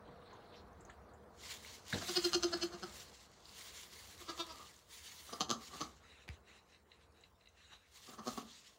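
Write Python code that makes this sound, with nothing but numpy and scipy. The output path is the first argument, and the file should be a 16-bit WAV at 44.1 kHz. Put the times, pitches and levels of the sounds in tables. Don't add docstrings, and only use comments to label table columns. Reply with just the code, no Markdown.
import sys
import numpy as np
from scipy import signal
from scipy.io import wavfile
from scipy.ndimage import uniform_filter1d

SR = 44100
rng = np.random.default_rng(int(sys.argv[2]) if len(sys.argv) > 2 else 0)


def store_pcm(level_fs):
    pcm = np.round(np.clip(level_fs, -1, 1) * 32767).astype(np.int16)
    wavfile.write(sys.argv[1], SR, np.atleast_2d(pcm).T)


N = 387198

# [hz, width_hz, level_db]
MOUTH_MODES = [
    [(3000, 550, -8), (4280, 300, .1), (5020, 280, -1.6), (6090, 400, -4), (7500, 1200, -18)],
    [(3000, 600, -8), (4100, 450, .1), (5300, 450, -2.1), (6300, 600, -6), (7600, 1200, -15)],
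    [(3150, 600, -6), (4300, 500, -1.1), (5000, 350, -1.1), (6150, 600, .1), (7500, 900, -18),
     (10600, 1800, -24)],
]
# [hz, width_hz, level_db]
NOSE_MODES = [
    [(185, 68, 3), (637, 227, -4.5), (1203, 193, -2), (1505, 366, -1), (1615, 420, -7.5)],
    [(484, 1080, 0.5), (710, 960, 3), (1046, 320, 3.5), (1198, 165, 8.5), (1665, 77, -10.5)],
    [(136, 49, -3.5), (330, 267, -6), (740, 200, -7), (1157, 116, 4), (1330, 64, -2), (1390, 380, -12.5)],
]
CHEST_HZ = [347, 336, 210]
CHEST_WIDTH_HZ = [50, 70, 80]
THROAT_FACTOR = [1.007, 0.903, 1.034]
VOICE_START_S = [3, 5]
BLEAT_START_S = [2, 4.2, 5.27, 5.72, 8.05]
LOUD_DB = [-31, -42, -23]
ROUGH_LOUD, ROUGH_PER_DB = .12, .015
SHUT_SHARE, OPEN_S = 0.09, 0.12
BURST_LEAD, BURST_TAIL = 4000, 6000


def burst(crest_s, mouth_db, nose_db, chest_db, pulse_hz, rise_ms, fall_ms):
    voice = np.searchsorted(VOICE_START_S, crest_s)
    rough = np.clip(ROUGH_LOUD + ROUGH_PER_DB * (LOUD_DB[voice] - mouth_db), 0, 1)
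    bleat_age_s = crest_s - BLEAT_START_S[np.searchsorted(BLEAT_START_S, crest_s) - 1]
    throat = THROAT_FACTOR[voice] * (1 - SHUT_SHARE * np.exp(-bleat_age_s / OPEN_S))

    t = np.arange(-BURST_LEAD, BURST_TAIL) / SR
    swell = amp(-6 * (abs(t) * 1000 / np.where(t < 0, rise_ms, fall_ms)) ** 2.08)

    wander = 0.086 * rough * evened(uniform_filter1d(rng.standard_normal(len(t)), size=150))
    turns = np.cumsum(pulse_hz * (1 + wander)) / SR
    turns -= turns[BURST_LEAD]
    pulses = np.diff(np.floor(turns), prepend=np.floor(turns[0]))
    pulses = signal.lfilter([1], [1, -.5], pulses)
    breath = evened((.5 + np.exp(-(turns % 1) / .5)) * rng.standard_normal(len(t)))

    flutter = np.r_[1, .11 * np.exp(-np.arange(130) / 45) * rng.standard_normal(130)]
    closing = signal.lfilter(flutter, [1], pulses)
    drive = swell * ((1 - rough) * evened(closing) + rough * breath)

    murmur = drive + amp(-11.0 - 6 * abs(t) / np.where(t < 0, .015, .04)) * breath
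    mouth = voice_cavity(drive, MOUTH_MODES[voice], throat)
    nose = voice_cavity(murmur, NOSE_MODES[voice])

    linger = amp(-26.5 - 6 * abs(t) / np.where(t < 0, .01, .035))
    chest = (swell + linger) * pulses
    for _ in range(3):
        chest = resonate(chest, CHEST_HZ[voice], CHEST_WIDTH_HZ[voice])
    return amp(mouth_db) * crested(mouth) + amp(nose_db) * crested(nose) + amp(chest_db) * crested(chest)


def voice_cavity(drive, modes, scale=1):
    out = np.zeros(len(drive))
    for k, (hz, width_hz, db) in enumerate(modes):
        ring = resonate(drive, hz * scale, width_hz)
        out += (-1) ** k * amp(db) * resonate(ring, hz * scale, 2 * width_hz)
    return out


def crested(x):
    return x / np.sqrt(uniform_filter1d(x ** 2, size=350).max())


# [crest_s, mouth_db, nose_db, chest_db, pulse_hz, rise_ms, fall_ms], -6 dB at rise and fall
BURSTS = [ (2.024, -50, -45.5, -58.5, 336, 8.1, 4), (2.093, -41.5, -46, -42.5, 359.5, 7.6, 8.1),
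          (2.174, -30.5, -41.5, -34, 363.2, 12.6, 2.2), (2.252, -32, -43, -32.5, 352.2, 8.9, 4.3),
          (2.3324, -34, -41, -58.5, 149.5, 4.1, 14), (2.351, -31, -42, -32, 357, 9.4, 3.9),
          (2.4333, -35.5, -45.5, -58.5, 159.4, 4.8, 3.1), (2.444, -35, -42.5, -31.5, 345.7, 11.2, 3),
          (2.539, -36.5, -39, -38.5, 338.6, 9.9, 4.5), (2.635, -36.5, -44.5, -36, 335.4, 15, 1.8),
          (2.738, -54, -49.5, -50, 347, 18, 14), (2.835, -47, -44.5, -46.5, 184.8, 8.3, 6.4),
          (4.22, -59.5, -53.5, -63, 353, 9.9, 5.5), (4.298, -45.5, -43.5, -53, 330, 11.6, 6.5),
          (4.378, -53, -52, -67, 167, 2.2, 11), (4.404, -40.5, -41.5, -53, 333.7, 10, 13.6),
          (4.511, -53.5, -51, -86, 320.7, 21, 10), (4.6, -83, -55, -86, 330.4, 140, 48),
          (5.293, -62, -53.5, -66, 193, 5.6, 2.9), (5.335, -47.5, -43, -69, 234, 6.9, 4.8),
          (5.4074, -33.5, -35.5, -42.5, 153.7, 3.5, 12.4), (5.5119, -34.5, -35, -43.5, 119.8, 12.3, 5.5),
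          (5.565, -64, -56.5, -53.5, 117.3, 34, 10), (5.611, -66, -58.5, -59, 61, 5.4, 10),
          (5.754, -74, -51, -61, 161, 46, 9.5), (5.814, -42.5, -39, -54, 157, 7.3, 7.3),
          (5.862, -70, -71, -61, 130.8, 8.5, 14), (8.088, -71, -55, -62, 121.9, 12, 20),
          (8.134, -75, -55.5, -64, 137, 13, 14), (8.198, -59.5, -48.5, -49.5, 205, 15, 5.3),
          (8.279, -45, -41, -43, 123, 11.7, 7.5), (8.376, -53.5, -41.5, -46.5, 138.3, 3.4, 13),
          (8.445, -79, -82, -56.5, 115.6, 100, 7.4)]
# [hz, density_db_per_hz]
FIZZ_COLOUR = [(6000, -37), (9000, -2), (11000, -8), (13000, -9), (15500, -5.5)]
AIR_UNDER_MOUTH_DB, AIR_RISE_DB_S, AIR_FALL_DB_S = -24, 900, 580


def bleats():
    voices = np.zeros(N)
    for row in BURSTS:
        add(voices, row[0] - BURST_LEAD / SR, burst(*row))
    air_rows = [(row[0], 0, row[1] + AIR_UNDER_MOUTH_DB) for row in BURSTS]
    air = swells(air_rows, AIR_RISE_DB_S, AIR_FALL_DB_S)
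    return voices + air * noise(FIZZ_COLOUR, patchy_db=-1.0, flicker_db=3.5)


# [start_s, tap_db, tap_hz, tap_width_hz, tap_t60_s,
# thump_db, thump_hz, thump_t60_s, sag_share]; thump starts sag_share above thump_hz
KNOCKS = [(1.927, -28.5, 1690, 382, 0.017, -36, 95, 0.2, 0.94),
          (1.931, -33.5, 3850, 600, 0.03, -34, 198, 0.1, 0.086),
          (1.934, -33, 320, 527, 0.2, -36, 141, 0.11, 0.1),
          (1.941, -34, 3780, 1500, 0.044, -48, 70, 0.16, .1),
          (6.278, -45.5, 1500, 3000, 0.041, -77, 200, 0.032, .1),
          (6.2894, -34, 1100, 2600, 0.0047, -35.5, 64, 0.11, 2.5)]


def hoof_knocks():
    out, t = np.zeros(N), np.arange(SR // 2) / SR
    for start_s, *tap, thump_db, thump_hz, t60_s, sag_share in KNOCKS:
        turns = np.cumsum(thump_hz * (1 + sag_share * np.exp(-t / 0.005))) / SR
        envelope = amp(thump_db - 60 * t / t60_s) * (1 - np.exp(-t / 0.0047))
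        add(out, start_s, snap(*tap))
        add(out, start_s, envelope * np.sin(2 * np.pi * turns))
    return out


# [start_s, hold_s, rustle_db, fizz_db]
STEPS = [(1.43, 0.031, -54, -66), (1.511, .005, -46, -56), (1.636, 0.12, -56, -65), (1.906, 0.14, -49, -61),
         (2.083, 0.088, -45.5, -52), (2.241, 0.026, -45, -55), (2.312, 0.023, -52.5, -73),
         (2.418, 0.24, -55, -73), (2.728, 0.092, -61.5, -76), (2.852, 0.095, -57.5, -72),
         (2.963, 0.057, -54.5, -61), (3.09, 0.15, -63.5, -76), (3.328, 0.15, -68, -89),
         (3.494, 0.13, -60.5, -67.5), (3.584, 0.1, -54.5, -62), (3.749, 0.089, -54.5, -61),
         (3.936, 0.18, -57, -63), (4.209, 0.0097, -56, -61.5), (4.291, 0.019, -54.5, -68),
         (4.382, 0.023, -56, -63.5), (4.467, 0.23, -60, -70), (4.74, 0.06, -66.5, -75),
         (4.93, 0.061, -57, -61.5), (5.061, 0.013, -54, -61.5), (5.124, 0.24, -58.5, -62.5),
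         (5.626, 0.054, -56, -66), (5.748, 0.082, -54, -65.5), (5.9, .07, -71, -95),
         (7.96, 0.015, -59, -69), (8.038, 0.1, -60, -66), (8.275, 0.11, -55, -61.5),
         (8.484, 0.11, -61, -80), (8.662, .02, -62.5, -78), (8.725, .04, -72, -81)]
# [hz, density_db_per_hz]
RUSTLE_COLOUR = [(590, -51), (1000, -1), (1380, -8), (1690, -1.5), (2140, 1.5), (2480, -4.5), (2700, 0),
                 (4430, 2.5), (4950, -1.5), (7220, -0.5), (9000, -13), (11700, -45), (19800, -120)]
STEP_RISE_DB_S, STEP_FALL_DB_S, FIZZ_FALL_DB_S = 262, 190, 195
CRACKLES_PER_S = 500


def straw():
    strength = amp(3.3 * np.minimum(rng.exponential(1, N), 4)) * rng.standard_normal(N)
    crackle = strength * (rng.random(N) < CRACKLES_PER_S / SR)
    crackle = evened(resonate(crackle, 4350, 3050))
    rustle = evened(noise(RUSTLE_COLOUR, patchy_db=2.0, flicker_db=1.6) + 0.34 * crackle)
    fizz = noise(FIZZ_COLOUR, patchy_db=2.5, flicker_db=0.9)
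    low = swells([(s, hold, db) for s, hold, db, _ in STEPS], STEP_RISE_DB_S, STEP_FALL_DB_S)
    high = swells([(s, hold, db) for s, hold, _, db in STEPS], STEP_RISE_DB_S, FIZZ_FALL_DB_S)
    return low * rustle + high * fizz


# [start_s, peak_db, hz, t60_s]
SNAPS = [(.325, -48.5, 1070, 0.06), (.33, -62.5, 6500, 0.078), (.5408, -52.5, 2650, 0.04),
         (.555, -60, 5200, .14), (.73, -66, 6200, .02), (.806, -56, 7400, .054), (.85, -52, 6600, 0.022),
         (.896, -46, 1530, 0.029), (.897, -60, 7000, .05), (.9, -58.5, 3200, 0.045),
         (1.135, -64.5, 7200, .067), (1.6474, -44.5, 2000, 0.012), (3.4548, -46.5, 4440, 0.017),
         (3.492, -46, 4440, 0.017), (3.8294, -54, 5300, .015), (4.7641, -52.5, 6590, 0.016),
         (6.722, -62, 5840, .013), (7.1232, -66, 5500, 0.012), (7.21, -60, 7260, .013),
         (7.485, -61, 6300, 0.033), (7.715, -56, 1030, 0.17)]
SNAP_WIDTH_HZ, SNAP_WIDTH_SHARE = 160, 0.16


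def stalk_snaps():
    out = np.zeros(N)
    for start_s, peak_db, hz, t60_s in SNAPS:
        add(out, start_s, snap(peak_db, hz, SNAP_WIDTH_HZ + SNAP_WIDTH_SHARE * hz, t60_s))
    return out


# [start_s, level_db]
SMACKS = [(6.496, -62), (6.7446, -56), (6.916, -49), (7.236, -50.5), (7.4086, -61), (7.456, -57),
          (7.4715, -52)]
# [hz, width_hz, level_db]
SNOUT_MODES = [(2055, 190, -12), (2740, 400, -6.5), (3915, 430, -2.5)]
SMACK_T60_S = 0.019


def lip_smacks():
    out = np.zeros(N)
    for start_s, db in SMACKS:
        for hz, width_hz, mode_db in SNOUT_MODES:
            add(out, start_s, snap(db + mode_db, hz, width_hz, SMACK_T60_S))
    return out


# [start_s, hold_s, level_db]
PUFFS = [(6.04, .2, -65.5), (6.33, 0.014, -65), (6.49, 0.08, -63.5), (6.7, 0.052, -68.5),
         (6.915, 0.044, -72.5), (7.01, 0.017, -70.5), (7.17, .08, -71.5), (7.406, 0.057, -76.5),
         (7.58, 0.14, -67.5), (7.73, 0.0064, -59), (7.8, 0.071, -72.5)]
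# [hz, density_db_per_hz]
PUFF_COLOUR = [(900, -13), (1800, -4), (4500, -19.5), (7000, -12.5), (8500, -21), (15500, -42)]
PUFF_RISE_DB_S, PUFF_FALL_DB_S = 320, 290


def snuffling():
    breath = noise(PUFF_COLOUR, patchy_db=3.0, flicker_db=0, modes=SNOUT_MODES)
    return swells(PUFFS, PUFF_RISE_DB_S, PUFF_FALL_DB_S) * breath


# [start_s, hold_s, level_db]
HAY = [(.06, 0.32, -73.5), (.3, .04, -66.5), (.42, 0.032, -66.5), (.545, 0.035, -64), (.7, 0.3, -80.5),
       (.9, 0.015, -73), (1.09, .02, -76)]
# [hz, density_db_per_hz]
HAY_COLOUR = [(1800, -7.5), (2700, -7.5), (3400, -4), (4200, -1), (4800, -12.5), (5500, -22), (6200, -24),
              (12000, -51)]
HAY_RISE_DB_S, HAY_FALL_DB_S = 230, 220


def hay():
    return swells(HAY, HAY_RISE_DB_S, HAY_FALL_DB_S) * noise(HAY_COLOUR, patchy_db=2.5, flicker_db=2)


# [time_s, rumble_db, air_db, drone_db]
BARN = [(0, -72, -59.5, -61.5), (.5, -65.5, -60, -64), (1.75, -67, -64, -70), (1.9, -65.5, -61, -71),
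        (2.95, -65, -62, -70), (3.2, -72, -67, -76), (3.55, -72.5, -65.5, -76), (4.1, -67, -65.5, -76),
        (4.85, -74.5, -70, -81), (5.3, -71.5, -68, -82), (6.2, -72, -68, -85), (6.5, -76, -68.5, -78),
        (6.87, -79, -73.5, -86), (7.05, -74, -69.5, -84), (7.8, -76, -77.5, -82.5), (8.3, -72, -62.5, -84),
        (8.6, -87, -72.5, -88), (8.78, -89, -72, -84)]
# [hz, density_db_per_hz]
RUMBLE_COLOUR = [(38, -35), (48, -10), (55, 13), (75, 15.5), (95, 5.5), (120, -16), (180, -34.5)]
# [hz, density_db_per_hz]
AIR_COLOUR = [(90, -2.5), (140, -3.5), (205, -2.5), (265, -7.5), (465, -2.5), (540, -8), (1100, -7.5),
              (1550, -13), (2500, -29.5), (5500, -86)]
# [hz, width_hz, level_db]
DRONE_BANDS = [(204.3, 18, -6.5), (479.6, 50, 0), (615, 36, -4), (695, 48, -2.5), (805, 24, -9)]
HUM_HZ, HUM_WIDTH_HZ = 74.5, 4.7


def barn():
    time_s, *levels_db = np.transpose(BARN)
    t = np.arange(N) / SR
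    rumble_gain, air_gain, drone_gain = (amp(np.interp(t, time_s, db)) for db in levels_db)
    hum = evened(resonate(rng.standard_normal(N), HUM_HZ, HUM_WIDTH_HZ))
    rumble = noise(RUMBLE_COLOUR, patchy_db=2.0, flicker_db=0.5, size=4096) + .5 * hum
    air = noise(AIR_COLOUR, patchy_db=1.5, flicker_db=1.2, size=2048)
    white = rng.standard_normal(N)
    drone = np.zeros(N)
    for hz, width_hz, db in DRONE_BANDS:
        band = resonate(resonate(white, hz, width_hz), hz, width_hz)
        drone += amp(db) * evened(band)
    return rumble_gain * rumble + air_gain * air + drone_gain * evened(drone)


# [hz, density_db_per_hz]
HISS_COLOUR = [(710, -22), (1200, -1), (3530, -5.5), (4720, -4.5), (9720, -11), (14500, -17.5),
               (15800, -5.5)]
HISS_DB = -78


def hiss():
    return amp(HISS_DB) * noise(HISS_COLOUR, patchy_db=4, flicker_db=1.5)


# [hz, t60_s]
PEN_DECAY = [(200, 0.47), (1200, 0.16), (4500, 0.14), (12000, 0.22)]
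# [hz, level_db]
PEN_COLOUR = [(400, -11), (800, -1), (5000, 0), (10000, -4)]
PEN_DB = -8


def pen(x):
    echoes = np.zeros(SR // 2)
    at = np.arange(300, len(echoes) - 20, 20)
    echoes[at + rng.integers(0, 20, len(at))] = rng.choice([-1., 1.], len(at))
    hz, t, z = signal.stft(echoes, SR, nperseg=256)
    decay_db = read(PEN_COLOUR, hz)[:, None] - 60 * t / read(PEN_DECAY, hz)[:, None]
    tail = signal.istft(z * amp(decay_db), SR, nperseg=256)[1]
    return signal.fftconvolve(x, tail / np.linalg.norm(tail))[:N]


def snap(peak_db, hz, width_hz, t60_s):
    t = np.arange(9000) / SR
    envelope = amp(-60 * t / t60_s) * (1 - np.exp(-t / (0.028 * t60_s)))
    puff = envelope * rng.standard_normal(len(t))
    ring = resonate(resonate(puff, hz, width_hz), hz, width_hz)
    return amp(peak_db) * ring / abs(ring).max()


def swells(rows, rise_db_s, fall_db_s):
    t = np.arange(0, N + 32, 32) / SR
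    start_s, hold_s, db = np.transpose(rows)[:, :, None]
    rise_loss_db = rise_db_s * np.maximum(start_s - t, 0)
    fall_loss_db = fall_db_s * np.maximum(t - start_s - abs(hold_s), 0)
    power = amp(db - rise_loss_db - fall_loss_db) ** 2
    return np.interp(np.arange(N) / SR, t, np.sqrt(power.sum(0)))


def noise(colour, patchy_db, flicker_db, modes=(), size=1024):
    hop = size // 8
    frames, hz = N // hop + 9, np.fft.rfftfreq(size, 1 / SR)
    a, b, patches = rng.standard_normal((frames, len(hz), 3)).T
    patches = uniform_filter1d(patches, size=12, axis=0)
    patches = evened(uniform_filter1d(patches, size=16, axis=1))
    flicker = evened(uniform_filter1d(rng.standard_normal(frames), size=3))
    shape = amp(read(colour, hz))
    for mode_hz, width_hz, db in modes:
        shape = shape + amp(db) / (1 + (2 * (hz - mode_hz) / width_hz) ** 2)
    z = (a + 1j * b) * shape[:, None] * amp(patchy_db * patches + flicker_db * flicker)
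    return evened(signal.istft(z, nperseg=size, noverlap=size - hop)[1][:N])


def resonate(x, hz, width_hz):
    r = np.exp(-np.pi * width_hz / SR)
    return 2 * signal.lfilter([1 - r], [1, -r * np.exp(2j * np.pi * hz / SR)], x).real


def read(points, hz):
    point_hz, value = np.transpose(points)
    return np.interp(np.log(hz + 1), np.log(point_hz + 1), value)


def amp(db):
    return 10 ** (np.asarray(db) / 20)


def evened(x):
    return x / np.sqrt(np.mean(x ** 2) + 1e-20)


def add(mix, start_s, sound):
    part = mix[round(start_s * SR):][:len(sound)]
    part += sound[:len(part)]


def scene():
    near = bleats() + hoof_knocks() + stalk_snaps() + lip_smacks()
    background = straw() + snuffling() + hay() + barn() + hiss()
    return (near + amp(PEN_DB) * pen(near) + background)[None]


BASS_CUT_HZ, EDGE_HZ = 44, 15800


def record(dry):
    thin = signal.sosfilt(signal.butter(8, BASS_CUT_HZ, "high", fs=SR, output="sos"), dry)
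    band_limit = signal.firwin(511, EDGE_HZ, window=("kaiser", 9), fs=SR)
    return signal.oaconvolve(thin, band_limit[None], "same")


dry = scene()
out = record(dry)
store_pcm(out)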